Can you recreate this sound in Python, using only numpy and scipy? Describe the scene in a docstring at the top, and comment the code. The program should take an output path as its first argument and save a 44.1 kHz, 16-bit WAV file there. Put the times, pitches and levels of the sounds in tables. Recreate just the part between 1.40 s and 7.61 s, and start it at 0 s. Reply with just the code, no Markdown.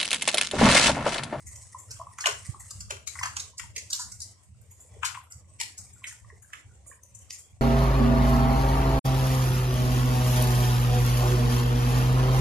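"""Hands squeeze and shake a foil pouch, close by: it snaps in showers of clicks and rustles in clumps of tiny ones.
Below it sauce simmers in a metal pot: bubbles pop as short swelling tones over a hiss of patchy noise.
A small tiled kitchen answers with noisy tails; a low noise rumble throbs underneath, with one knock.
Two spaced microphones feed a noise suppressor that pushes the steady hiss down and lets it through after each snap."""
import sys
import numpy as np
from scipy import signal
from scipy.io import wavfile
from scipy.ndimage import uniform_filter1d, minimum_filter1d

SR = 44100
rng = np.random.default_rng(int(sys.argv[2]) if len(sys.argv) > 2 else 0)


def dump_mix(stems):
    """Bounce the given channels to the path in sys.argv[1] as a 16-bit WAV at rate SR."""
    frames = np.atleast_2d(stems).T  # one column per channel
    limited = np.clip(frames, -1, 1)  # hard clip at full scale
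    pcm = np.round(limited * 32767).astype(np.int16)
    wavfile.write(sys.argv[1], SR, pcm)


def boost_factor(decibels):
    """Convert a level in decibels to a linear amplitude factor."""
    exponent = np.asarray(decibels, float) / 20
    return 10 ** exponent


N = 273861  # samples

# foil snaps, levels at the top of the burst before each crease's left-right lean:
# snap_s, treble_db, middle_db, low_db, burst_ms
FOIL_SNAPS = [(0.0655, -38.5, -50, -56, 12), (0.1568, -36, -50.5, -54.5, 4), (0.3826, -41, -55, -69, 14),
              (0.5072, -31.5, -50, -49, 6.4), (0.5643, -43, -48, -48.5, 3.4),
              (0.784, -33.5, -38, -33.5, 4.3), (0.8047, -28.5, -41, -39, 10), (0.84, -46, -31, -29.5, 5.94),
              (0.8583, -15, -17, -21, 2.36), (0.8676, -14.5, -25, -16, 2), (1.0524, -49, -80, -62, 11),
              (1.1936, -41.5, -57.5, -58, 13), (1.3054, -30.5, -78, -57, 5), (1.4037, -31, -48, -47, 6.5),
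              (1.506, -22.5, -28, -28, 2.8), (1.672, -25.5, -40, -47.5, 5.3), (1.753, -46, -54, -39, 4.5),
              (1.7905, -30.5, -46, -38, 4.3), (1.8307, -22.5, -24, -22.5, 3.9),
              (1.8549, -27, -62, -24.5, 4.2), (1.966, -21, -33, -31, 3.2), (1.996, -25, -49, -52.5, 5.1),
              (2.1793, -28.5, -55, -69, 4.5), (2.1947, -31.5, -31.5, -39.5, 3.9),
              (2.3612, -27, -33, -56.5, 5.7), (2.378, -27.5, -37, -67, 5.4), (2.5018, -28, -72, -50, 8.1),
              (2.5288, -15, -50, -39.5, 3.5), (2.54, -30.5, -62, -53, 14), (2.5615, -26, -57, -56, 1.5),
              (2.59, -29.5, -73, -44, 23.5), (2.717, -32, -53.5, -51, 4.5), (2.802, -28.5, -60, -52, 2.6),
              (2.816, -29.5, -67, -69, 8), (3.2126, -43.5, -72, -56.5, 3.9), (3.3075, -43, -53.5, -61, 10),
              (3.3993, -42.5, -60, -59, 12), (3.6308, -35, -24.5, -19.5, 2.4),
              (3.647, -22.5, -30.5, -38, 11), (3.745, -45, -38, -35, 6), (3.9009, -44.5, -52, -54.5, 15),
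              (3.92, -33, -60.5, -59, 3), (4.199, -27, -31.5, -45.5, 10.1), (4.2111, -17, -26, -48, 2),
              (4.377, -34, -56, -54, 11), (4.5306, -41, -55, -79, 6.2), (4.6414, -38.5, -30, -52, 3.5),
              (4.6686, -34, -42, -53, 13), (4.722, -42, -50, -49, 5.5), (5.0205, -43, -58.5, -56, 8.2),
              (5.132, -36, -32, -35.5, 2.5), (5.464, -42.5, -68, -60, 24), (5.6324, -37.5, -81, -69.5, 2.7),
              (5.747, -38, -62.5, -66, 5.2), (5.787, -42, -66.5, -66, 3.1), (5.9046, -27, -39, -49, 2.02),
              (5.922, -36, -51.5, -64, 15), (5.98, -43, -77, -60, 18)]
# spectrum of the snapping foil: frequency_hz, relative_level_db
FOIL_SPECTRUM = [(210, -33.5), (350, 0.5), (409, 14), (471, 20), (623, -14.5), (763, 2.5), (1060, 7),
                 (2000, 9), (2870, 1.5), (3900, -1), (5000, -1), (6100, 0), (7100, 2.5), (11100, -13.5),
                 (14500, -24.5)]
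# handling of the pouch between snaps: time_s, level_db
RUSTLE_LEVEL = [(0.0, -55.5), (0.62, -56), (1.4, -55), (1.5, -83), (1.78, -47.5), (1.89, -58), (2.3, -65),
                (2.56, -55.5), (2.92, -58), (3.14, -86), (3.3, -54), (3.95, -73.5), (4.3, -60.5),
                (4.42, -55), (4.7, -56), (5.53, -70.5), (5.93, -57.5), (6.21, -79)]
# spectrum of the rustle: frequency_hz, relative_level_db
RUSTLE_SPECTRUM = [(750, -30.5), (1030, -7), (1500, -24), (1980, -3), (2390, -13.5), (3240, -24),
                   (5300, -10), (8520, -2), (14500, -37.5)]
# pitched pops of bubbles, the hollow pot and pockets in the pouch, levels ahead of the microphone gains:
# time_s, peak_db, pitch_hz
BUBBLE_POPS = [(0.348, -32.5, 1014), (0.597, -41.5, 660), (0.6, -35.5, 1033), (0.615, -31.5, 1064),
               (0.67, -35.5, 1074), (0.8415, -25, 1780), (0.8585, -11.5, 2900), (0.87, -21, 1065),
               (0.861, -29, 683), (0.873, -31.5, 585), (0.887, -36, 424), (1.14, -50, 855),
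               (1.146, -39, 1130), (1.312, -47.5, 1185), (1.507, -39, 570), (1.524, -44, 401),
               (1.7559, -36.5, 2040), (1.79, -27, 1990), (1.813, -30, 1037), (1.8338, -27, 1760),
               (1.836, -40.5, 767), (2.135, -48, 993), (2.198, -40, 1380), (2.239, -46.5, 940),
               (2.37, -49, 442), (2.596, -36.5, 986), (3.566, -50, 434), (3.697, -43, 1000),
               (3.774, -32, 1043), (4.199, -47, 510), (4.21, -39, 923), (4.469, -51.5, 2230),
               (4.564, -54, 1430), (4.621, -48.5, 1070), (4.642, -31.5, 2520), (4.713, -43.5, 1790),
               (4.847, -49, 1115), (4.848, -50, 1900), (4.902, -41.5, 1910), (4.903, -48.5, 1060),
               (4.928, -48.5, 427), (5.104, -50.5, 1780), (5.134, -34, 1720), (5.499, -48.5, 521),
               (5.518, -48, 1090), (5.515, -42.5, 1770), (5.527, -47.5, 2350)]
# decay of the tiled kitchen: frequency_hz, t60_s
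KITCHEN_DECAY = [(400, 0.32), (1060, 0.25), (2790, 0.29), (7350, 0.26)]
# left-right likeness of the simmer and the room tails: frequency_hz, likeness (1 = alike)
MIC_LIKENESS = [(60, 0.86), (240, 0.7), (930, 0.35), (3670, -0.02), (14400, 0.04)]
# spectrum of the simmer: frequency_hz, relative_level_db
SIMMER_SPECTRUM = [(150, -34), (250, -5), (575, 3.5), (864, -3.5), (1020, 1), (1440, -11.5), (2200, -6),
                   (4120, -13.5), (5790, -7), (8280, 0.5), (9480, -12), (12700, -24.5), (14500, -40.5)]
# level of the simmer before its flutter and the suppressor: time_s, level_db
SIMMER_LEVEL = [(0, -54), (2.2, -53.5), (3.05, -57), (4, -56.5), (6.21, -56.5)]
# spectrum of the low rumble: frequency_hz, relative_level_db
RUMBLE_SPECTRUM = [(15, -54.5), (25, -41.5), (27, -21.5), (44, -29), (91, 11), (111, 3), (152, -25.5),
                   (182, -4.5), (215, -21.5), (320, -42.5), (420, -42), (700, -120)]
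# level of the low rumble, about which it throbs: time_s, level_db
RUMBLE_LEVEL = [(0.0, -53.5), (0.95, -54.5), (1.3, -47), (1.8, -53), (6.21, -57.5)]


def read(points, hz):
    """Reads a table along a log-frequency axis."""
    f, value = np.transpose(points)
    return np.interp(np.log(hz + 1), np.log(f + 1), value)


def curve(rows):
    """Joins (time_s, value) rows into one value a sample."""
    return np.interp(np.arange(N) / SR, *np.transpose(rows))


def evened(x):
    """Scales to rms 1."""
    return x / np.sqrt(np.mean(x ** 2) + 1e-20)


def add(mix, s, sound):
    """Mixes a sound in at time s."""
    part = mix[..., round(s * SR):][..., :sound.shape[-1]]
    part += sound[..., :part.shape[-1]]


def colour(points):
    """Causal (minimum-phase) filter with the given spectrum, energy 1."""
    gain_db = np.maximum(read(points, abs(np.fft.fftfreq(4096, 1 / SR))), -100)
    log_gain = np.log(boost_factor(gain_db))
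    taps = np.fft.ifft(np.exp(np.conj(signal.hilbert(log_gain)))).real[:1024]
    return taps / np.linalg.norm(taps)


def band(x, edges_hz):
    """Steep band-pass scaled to rms 1."""
    edges_hz = np.clip(edges_hz, 20, SR / 2 - 99)
    sos = signal.butter(N=5, Wn=edges_hz, btype="band", fs=SR, output="sos")
    return evened(signal.sosfilt(sos, x))


def flutter(seconds):
    """Random wander of rms 1 that changes within the given time."""
    span = max(round(seconds * SR), 2)
    return evened(uniform_filter1d(uniform_filter1d(rng.standard_normal(N), span), span))


def two_mics(left, other, points, hz):
    """Makes the right side share part of the left in each band, as two spaced microphones do."""
    same = np.clip(read(points, hz), -1, 1)[:, None]
    return np.array([left, same * left + np.sqrt(1 - same ** 2) * other])


def steady(points, size, patchy_db, same):
    """Two-channel noise from random short-time spectra with narrow drifting streaks."""
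    frames, hz = 4 * N // size + 5, np.fft.rfftfreq(size, 1 / SR)
    a, b, c, d, patches = rng.standard_normal((frames, len(hz), 5)).T
    patches = uniform_filter1d(patches, size=3, axis=0)  # across frequency
    patches = evened(uniform_filter1d(patches, size=20, axis=1))  # along time
    z = two_mics(a + 1j * b, c + 1j * d, same, hz)
    z *= boost_factor(read(points, hz)[:, None] + patchy_db * patches)
    return evened(signal.istft(z, nperseg=size, noverlap=3 * size // 4)[1][:, :N])


def pop(peak_db, hz, cycles, rise):
    """A tone that swells and dies while its pitch drifts; high pops start abruptly, low ones are rounded."""
    turns = np.arange(round(1.5 * cycles * SR / hz)) * hz / SR
    shape = turns ** np.clip(1900 / hz, .6, 2) * boost_factor(-100 * turns / cycles)
    tone = np.sin(2 * np.pi * (turns + rise * turns ** 2 / cycles))
    return boost_factor(peak_db) * shape / shape.max() * tone


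def faint_creases():
    """Weak snaps at chance moments, in the columns of FOIL_SNAPS."""
    per_s, lowest_db, spread_db, body_db, mean_ms = 4, -54, 6, -11, 9
    rows = []
    for when, size, long in rng.random((round(per_s * N / SR), 3)):
        treble_db = lowest_db + spread_db * size
        rows.append((0.0097 + when * N / SR, treble_db, treble_db + body_db,
                     treble_db + 2 * body_db, mean_ms * (.5 + long)))
    return rows


def burst_shape(t, burst_ms):
    """A soft noise ramp leads into the snap, which swells and dies, then crackles as the foil settles."""
    ramp_s, ramp_db = 0.0042, -17.5
    u = 1000 * np.maximum(t, 0) / max(burst_ms, .8)  # time in burst lengths
    settling = 0.09 * np.exp(-t / 0.05) * np.repeat(rng.random(len(t) // 64) < .15, 64)
    fade = (np.exp(-u) + settling) * (1 - np.exp(-u)) * 2
    return fade + boost_factor(ramp_db) * np.exp(np.minimum(t / ramp_s, -u))


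def foil_snaps():
    """A crease buckles: a shower of clicks swells and dies, coloured by the foil; weak creases sound thinner."""
    low_hz, middle_hz, treble_hz = (840, 1700), (1844, 3617), (3830, 14000)
    thin_below_db, thin_hz_per_db = -26, 200  # weaker snaps lose the lower treble
    treble_rise_s = 0.0024  # the treble is halved at the snap and recovers
    lean_db, lean_scatter_db = 1.2, 3  # left over right, and spread from crease to crease
    left_late_ms, late_scatter_ms = 0.22, 0.12  # the pouch is nearer the right microphone
    out, foil = np.zeros((2, N)), colour(FOIL_SPECTRUM)
    t = (np.arange(5120) - 1024) / SR  # starts ahead of the snap, for the lead-in ramp
    treble_rise = 1 - .5 * np.exp(-abs(t) / treble_rise_s)
    for s, treble_db, middle_db, low_db, burst_ms in FOIL_SNAPS + faint_creases():
        pan_db = lean_db + lean_scatter_db * rng.standard_normal()
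        late_ms = left_late_ms + late_scatter_ms * rng.standard_normal()
        click_gain = boost_factor(1.3 * np.minimum(rng.exponential(1, len(t)), 3))
        shower = rng.standard_normal(len(t)) * click_gain * (rng.random(len(t)) < .5)
        fade = burst_shape(t, burst_ms)
        # each crease rings its own way
        facets = list(zip(np.geomspace(700, 14000, num=48), 2.4 * rng.standard_normal(48)))
        ring = signal.oaconvolve(shower * fade, foil)
        ring = signal.oaconvolve(ring, colour(facets))[:len(t)]
        thinning_hz = thin_hz_per_db * np.clip(thin_below_db - treble_db, 0, 16)
        snap = boost_factor(low_db) * band(ring, low_hz) + boost_factor(middle_db) * band(ring, middle_hz)
        snap += boost_factor(treble_db) * band(ring, (treble_hz[0] + thinning_hz, treble_hz[1])) * treble_rise
        snap *= np.sqrt(np.mean(fade ** 2) + 1e-12)  # so levels hold for the top of the burst
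        start = max(s + t[0] - .0001 * burst_ms, .001)
        add(out[0], start + late_ms / 1000, snap * boost_factor(pan_db / 2))
        add(out[1], start, snap * boost_factor(-pan_db / 2))
    return out


def pouch_rustle():
    """Dense tiny creases under the fingers, in clumps with lulls between."""
    click_gain = boost_factor(2.5 * np.minimum(rng.exponential(1, N), 4))
    clicks = rng.standard_normal(N) * click_gain * (rng.random(N) < 3000 / SR)  # about 3000 a second
    clumps = boost_factor(2.8 * flutter(.012) + 3.2 * flutter(.045))
    creases = signal.oaconvolve(clicks, colour(RUSTLE_SPECTRUM))[:N]
    return boost_factor(curve(RUSTLE_LEVEL)) * evened(clumps * creases)


def faint_bubbles():
    """Faint bubbles at chance moments, in the columns of BUBBLE_POPS."""
    per_s, lowest_db, spread_db, low_hz, high_hz = 10, -60, 7, 500, 2400
    when, size, pitch = rng.random((round(per_s * N / SR), 3)).T
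    time_s = 0.0058 + when * (N / SR - .05)
    return list(zip(time_s, lowest_db + spread_db * size, low_hz * (high_hz / low_hz) ** pitch))


def bubbles():
    """Short ringing pops, each roughened by a weaker neighbour of nearby pitch."""
    cycles_at_1khz, longer_power = 21.3, 0.33  # cycles of a 100 dB decay; higher pops ring more cycles
    out = np.zeros(N)
    for s, peak_db, hz in BUBBLE_POPS + faint_bubbles():
        late, detune = rng.random(2)
        cycles = cycles_at_1khz * (hz / 1000) ** longer_power
        add(out, s - 1.8 / hz, pop(peak_db, hz, cycles, rise=0.0014))
        neighbour = pop(peak_db - 19, hz * (0.811 + 0.2 * detune), cycles, rise=.01)
        add(out, s + 0.00293 + 0.016 * late, neighbour)
    return out


def kitchen(x):
    """Sparse taps of random sign, each band dying at its own speed; three tails take turns; bass most alike."""
    build_s = 0.0017  # the tail builds up before it dies
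    out, hz = np.zeros((2, N)), np.fft.rfftfreq(256, 1 / SR)
    turn = np.pi * 3.1 * np.arange(N) / SR
    for k in range(3):
        taps = np.zeros((2, SR // 2))
        at = np.arange(200, SR // 2 - 20, 20) + rng.integers(0, 20, (2, (SR // 2 - 201) // 20))
        np.put_along_axis(taps, at, rng.choice([-1., 1.], at.shape), 1)
        t, (left, right) = signal.stft(taps, SR, nperseg=256)[1:]
        decay = boost_factor(-60 * t / read(KITCHEN_DECAY, hz)[:, None]) * (1 - np.exp(-t / build_s))
        tail = signal.istft(two_mics(left, right, MIC_LIKENESS, hz) * decay, SR, nperseg=256)[1]
        share = np.sqrt(2 / 3) * np.cos(turn + k * np.pi / 3)
        out += signal.oaconvolve(x * share, tail / np.linalg.norm(tail[0]), axes=1)[:, :N]
    return out


def simmer():
    """The steady hiss of the sauce: patchy noise whose level flutters."""
    hiss = steady(SIMMER_SPECTRUM, size=1024, patchy_db=3.6, same=MIC_LIKENESS)
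    return boost_factor(curve(SIMMER_LEVEL)) * hiss * boost_factor(1.4 * flutter(.015) + 2.2 * flutter(.07))


def knock():
    """One low falling tone near the right microphone."""
    out = np.zeros(N)
    add(out, 1.088, pop(-25, hz=118, cycles=5.5, rise=-0.15))
    return out * [[.3], [1.6]]  # left and right gain


def rumble():
    """Low noise that jumps up once a period and sags evenly."""
    first_s, period_s, fall_db = .04, .434, 13
    phase = (np.arange(N) / SR - first_s) / period_s % 1
    sag_db = -fall_db * uniform_filter1d(phase - .5, size=1500)
    noise = steady(RUMBLE_SPECTRUM, size=2048, patchy_db=0.9, same=[(30, 0.82), (130, 0.68), (300, 0.72)])
    return boost_factor(curve(RUMBLE_LEVEL) + sag_db) * noise


def scene():
    """Near sounds echo in the room; steady sounds lie beneath."""
    foil, pops = foil_snaps() + pouch_rustle(), bubbles()
    room = kitchen(boost_factor(-4.5) * (foil + pops))
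    near = foil + pops * boost_factor([[.6], [-.6]])  # pops lean left, in dB
    return near + room + simmer() + rumble() + knock()


def low_pass(x):
    """Removes everything above the highest recorded frequency."""
    return signal.sosfilt(signal.butter(12, 14600, fs=SR, output="sos"), x)


def record(dry):
    """The suppressor opens each narrow band that jumps over its usual floor, holds it open, and shuts it."""
    hold_s, depth_db = 0.067, 9.5  # roughly how long a band stays open, how far it shuts
    hz, t, z = signal.stft(dry, SR, nperseg=512, noverlap=384)
    power = uniform_filter1d((abs(z) ** 2).mean(0), size=3, axis=0)
    power_db = 10 * np.log10(uniform_filter1d(power, size=7, axis=1) + 1e-14)
    over_db = power_db - np.percentile(power_db, 25, axis=1, keepdims=True)
    open_db = 10 + 1.86 * (hz < 3000)[:, None] + 3.0 * (hz < 700)[:, None]  # fully open this far over the floor
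    shut = np.clip((open_db - over_db) / 5, 0, 1)
    frames = 2 * round(hold_s * SR / 256) + 1
    shut = minimum_filter1d(shut, frames, axis=1, origin=frames // 2)  # looks back, so openings last
    shut *= (hz > 300)[:, None]  # the bass is never shut
    gain = boost_factor(-depth_db * uniform_filter1d(shut, size=3, axis=1))
    quiet = signal.istft(z * gain, SR, nperseg=512, noverlap=384)[1]
    return low_pass(quiet[:, :N])


dry = scene()
out = record(dry)
dump_mix(out)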